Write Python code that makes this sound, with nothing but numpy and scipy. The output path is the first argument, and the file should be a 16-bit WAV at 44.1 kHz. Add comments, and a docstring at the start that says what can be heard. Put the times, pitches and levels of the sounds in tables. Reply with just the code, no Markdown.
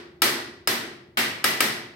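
"""A hard-walled, echoing space: a steel hammer taps the rim of a bicycle wheel steadied by a hand.
Each blow is a crack, a ping of steel and a short clank of the damped rim; rim and spokes ring on
faintly and the walls answer. The echo of an earlier blow is still fading at the start.
A faint low rumble lies underneath."""
import sys
import numpy as np
from scipy import signal
from scipy.fft import rfft, irfft
from scipy.io import wavfile
from scipy.ndimage import map_coordinates

SR = 44100
rng = np.random.default_rng(int(sys.argv[2]) if len(sys.argv) > 2 else 0)


def master_out(mix):
    """Clip the mix to full scale and print it as 16-bit PCM to the path in sys.argv[1]."""
    frames = np.transpose(np.atleast_2d(mix))
    ceiling = np.clip(frames, -1, 1)
    pcm = np.round(ceiling * 32767).astype(np.int16)
    wavfile.write(sys.argv[1], SR, pcm)


N = 85995
BLOW_N = int(1.5 * SR)
TIME_S = np.arange(BLOW_N) / SR
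FREQ_HZ = np.fft.rfftfreq(BLOW_N, 1 / SR)


def amp(db):
    return 10 ** (np.asarray(db) / 20)


def unit_rms(x):
    return x / np.sqrt(np.mean(np.abs(x) ** 2) + 1e-20)


def curve_at(points, hz):
    """Interpolate (freq_hz, value) points on a log frequency axis."""
    knots_hz, values = np.transpose(points)
    return np.interp(np.log(hz + 1), np.log(knots_hz + 1), values)


def pan(left_db):
    return amp([[left_db], [-left_db]])


def noise(spectrum, coherence, size):
    """Coloured stereo noise, rms 1, with the given left-right coherence."""
    hz = np.fft.rfftfreq(size, 1 / SR)
    width_rad = np.arccos(np.clip(curve_at(coherence, hz), -1, 1)) / 2
    coloured = rfft(rng.standard_normal((2, size))) * amp(curve_at(spectrum, hz))
    mid, side = irfft(coloured * [np.cos(width_rad), np.sin(width_rad)], size)
    return unit_rms(np.array([mid + side, mid - side]))


def wobble(knots_per_s):
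    """A smooth random curve for each ear."""
    position = [TIME_S * knots_per_s]
    return np.array([map_coordinates(rng.standard_normal(256), position, mode="wrap") for _ in range(2)])


def ring(modes, spread_rad, rise_s, detune=0):
    """Decaying modes whose phase at each ear wavers as the room carries them."""
    out = np.zeros((2, BLOW_N))
    for pitch_hz, level_db, t60_s in modes:
        phase = rng.uniform(0, 2 * np.pi)
        ear_offset = rng.choice([-.5, .5]) * np.array([[1], [-1]])
        phase += spread_rad * (ear_offset + .55 * wobble(knots_per_s=20))
        pitch_hz *= 1 + detune * rng.standard_normal()
        level_db += rng.standard_normal()
        out += amp(level_db - 60 * TIME_S / t60_s) * np.sin(2 * np.pi * pitch_hz * TIME_S + phase)
    return out * (1 - np.exp(-TIME_S / rise_s))


# Background spectrum: freq_hz, level_db
RUMBLE_SPECTRUM = [(20, -40), (40, -29.5), (65, 1), (110, 4.5), (180, 2), (300, -8), (600, -7),
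                   (2000, -29.5), (6000, -39), (15000, -38.5)]
# Left-right likeness of the room sound: freq_hz, coherence
ROOM_COHERENCE = [(60, .92), (140, 0.94), (280, 0.95), (520, 0.48), (1000, 0.032), (3000, 0),
                  (15000, 0.026)]


def rumble():
    """Steady low background noise."""
    return noise(RUMBLE_SPECTRUM, ROOM_COHERENCE, N)


# Echo spectrum: freq_hz, level_db
ECHO_SPECTRUM = [(24, -75), (40, -52), (117, -8.5), (170, -11.5), (241, -5), (294, -9.5), (342, -3.5),
                 (417, -9), (449, -5), (484, -11.5), (637, -7.5), (859, -8), (1310, -6), (1680, -5),
                 (1960, -2), (2110, -6), (2330, -6), (2640, -8), (4030, -8.5), (5300, -10.5), (6980, -18),
                 (8520, -13.5), (10700, -17.5), (12100, -12.5), (15500, -19)]
# Echo decay: freq_hz, t60_s
ECHO_DECAY = [(100, 1.01), (260, 1.22), (700, 0.83), (1900, 0.79), (4800, 0.67), (7000, .54), (13000, 0.39),
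              (16000, 0.32)]
# Echo build-up: freq_hz, rise_s
ECHO_RISE = [(110, 0.028), (250, 0.0067), (700, 0.0044), (3000, 0.0031), (12000, 0.0091)]


def wall_echo():
    """The walls answer one blow: the bass builds slowly and lasts longest; the tail falls ever faster."""
    bend_db_per_s2 = 38
    hz, t, bands = signal.stft(noise(ECHO_SPECTRUM, ROOM_COHERENCE, BLOW_N), SR, nperseg=256)
    decay = amp(-60 * t / curve_at(ECHO_DECAY, hz)[:, None] - bend_db_per_s2 * t ** 2)
    rise = 1 - np.exp(-t / curve_at(ECHO_RISE, hz)[:, None])
    _, echo = signal.istft(bands * decay * rise, SR, nperseg=256)
    return echo[:, :BLOW_N] * pan(left_db=.2)


# Spoke and wheel modes: pitch_hz, level_db, t60_s
SPOKE_MODES = [(166, -4, .6), (239, 3, .7), (273, -4, .9), (331, -4, 1.2), (347, 0, 1.5), (374, -3, 1.5),
               (396, -8, 1.4), (407, -3, .9)]


def spoke_ring():
    """Spokes and wheel hum on after the blow."""
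    return ring(SPOKE_MODES, spread_rad=.35, rise_s=.01)


# Lasting rim modes: pitch_hz, level_db, t60_s
RIM_MODES = [(1201, -5, .55), (1338, -3, .55), (1652, -5, .5), (1767, -7, .65), (1895, -5, .8),
             (1935, 0, .7), (1981, -1, .75), (2004, -2, .7), (2255, -5, .65), (2297, -4, .65),
             (2863, -4, .5), (4107, -7, .45), (4925, -7, .35), (5207, -9, .35)]


def rim_ring():
    """The rim modes that outlast the hand's damping."""
    return ring(RIM_MODES, spread_rad=1, rise_s=.01)


# High contact modes: pitch_hz, level_db, t60_s
PING_MODES = [(4930, -1, .03), (5150, -1, .028), (8400, -5, .022), (9450, -9, .02), (11750, -6, .02),
              (12800, -8, .02)]


def steel_ping():
    """Steel pings on the rim's edge."""
    return ring(PING_MODES, spread_rad=1.2, rise_s=.00063)


# Hand-damped rim modes: pitch_hz, level_db, t60_s
CLANK_MODES = [(313, -9, 0.092), (606, -9, 0.015), (856, 0.5, 0.028), (1296, 4, 0.043), (1626, 1.5, 0.037),
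               (1900, -4.5, 0.03), (2247, 0.5, .025), (2840, 3.5, 0.028), (3770, -3, 0.031)]


def rim_clank():
    """The struck rim dies quickly under the hand; pitches vary slightly per blow."""
    return ring(CLANK_MODES, spread_rad=1.2, rise_s=.00063, detune=.018)


def minimum_phase(gain):
    """The causal frequency response with this gain."""
    cepstrum = irfft(np.log(np.maximum(gain, 1e-6)))
    folded = np.concatenate([cepstrum[:1], 2 * cepstrum[1:len(cepstrum) // 2]])
    return np.exp(rfft(folded, len(cepstrum)))


# Contact spectrum: freq_hz, level_db
CRACK_SPECTRUM = [(40, -24.5), (150, -31), (400, 2), (1500, 3.5), (3200, 0.5), (5300, -1.5), (6600, -5),
                  (8400, 1), (10300, -5), (11800, -0.5), (13500, -9.5), (15500, -1.5)]
# Left-right likeness of the early scatter: freq_hz, coherence
SCATTER_COHERENCE = [(100, 0.85), (500, 1), (1500, 0.46), (5000, 0.25), (15000, 0.13)]


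def crack():
    """The first wave of the contact and its scatter off wheel, frame and wall."""
    t60_s, rise_s, right_lag_s = .029, .0009, .00003
    white = noise([(1, 0)], SCATTER_COHERENCE, BLOW_N)
    scatter = white * amp(-60 * TIME_S / t60_s) * (1 - np.exp(-TIME_S / rise_s))
    ear_delay = np.exp(-2j * np.pi * FREQ_HZ * np.array([[0], [right_lag_s]]))
    first_wave = .29 * np.linalg.norm(scatter[0]) * ear_delay
    response = minimum_phase(unit_rms(amp(curve_at(CRACK_SPECTRUM, FREQ_HZ))))
    return irfft((rfft(scatter) - first_wave) * response, BLOW_N)


def contact_tone(blow, bass_db, middle_db, treble_db):
    """Where and how squarely the hammer lands tilts the tone of the blow."""
    bass_hz, middle_hz, middle_octaves, treble_hz = 400, 2400, .52, 4200
    bass = 1 / (1 + (FREQ_HZ / bass_hz) ** 2)
    middle = np.exp(-(np.log2((FREQ_HZ + 1) / middle_hz) / middle_octaves) ** 2)
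    treble = 1 - 1 / (1 + (FREQ_HZ / treble_hz) ** 4)
    gain = amp(bass_db * bass + middle_db * middle + treble_db * treble)
    return irfft(rfft(blow) * minimum_phase(gain), BLOW_N)


# Blows, with relative levels:
# start_s, level_db, direct_db, bass_db, middle_db, treble_db, rim_db, spoke_db, ping_db, crack_db
HAMMER_BLOWS = [(-.29, 4, 0, -3, -1.5, 0, -10, 1, 0, 0), (.2191, 3, -3, -3, -0.5, 3, -0.5, 0, 1.5, 0.5),
                (.6738, -0.42, -1, 0, 0.5, 2, -2, 1.5, 3, -2),
                (1.1721, 0.5, -4.5, -2.5, 3.5, 0.5, 0.5, -6, -9.5, -2.5),
                (1.442, -0.26, -1.5, 2, 1.5, 2.9, 6.5, -12, 2, 1.5),
                (1.6051, 0, 1, 0.5, 1.5, 2.5, 3.5, -3, -6, 0.5)]


def hammer():
    """Every blow sounds rim, spokes and room."""
    lead_n = SR  # holds the blow before time zero
    out = np.zeros((2, lead_n + N + BLOW_N))
    for start_s, level_db, direct_db, *tone_db, rim_db, spoke_db, ping_db, crack_db in HAMMER_BLOWS:
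        direct = amp(crack_db - 11.5) * crack() + amp(-19) * rim_clank()
        direct += amp(ping_db - 17.5) * steel_ping()
        direct *= amp(direct_db) * pan(left_db=1.5)
        blow = contact_tone(direct + amp(-19.5) * wall_echo(), *tone_db)
        blow += amp(rim_db - 36.5) * rim_ring()
        blow += amp(spoke_db - 40) * spoke_ring()
        onset = lead_n + round(start_s * SR)
        out[:, onset:onset + BLOW_N] += amp(level_db) * blow
    return out[:, lead_n:lead_n + N]


def scene():
    """The hammering over a faint rumble."""
    return hammer() + amp(-57.5) * rumble()


def record(dry):
    """Steep low-pass at the top of the treble."""
    cutoff_hz = 15900
    return signal.sosfilt(signal.ellip(12, .1, 90, cutoff_hz, fs=SR, output="sos"), dry)


dry = scene()
out = record(dry)
master_out(out)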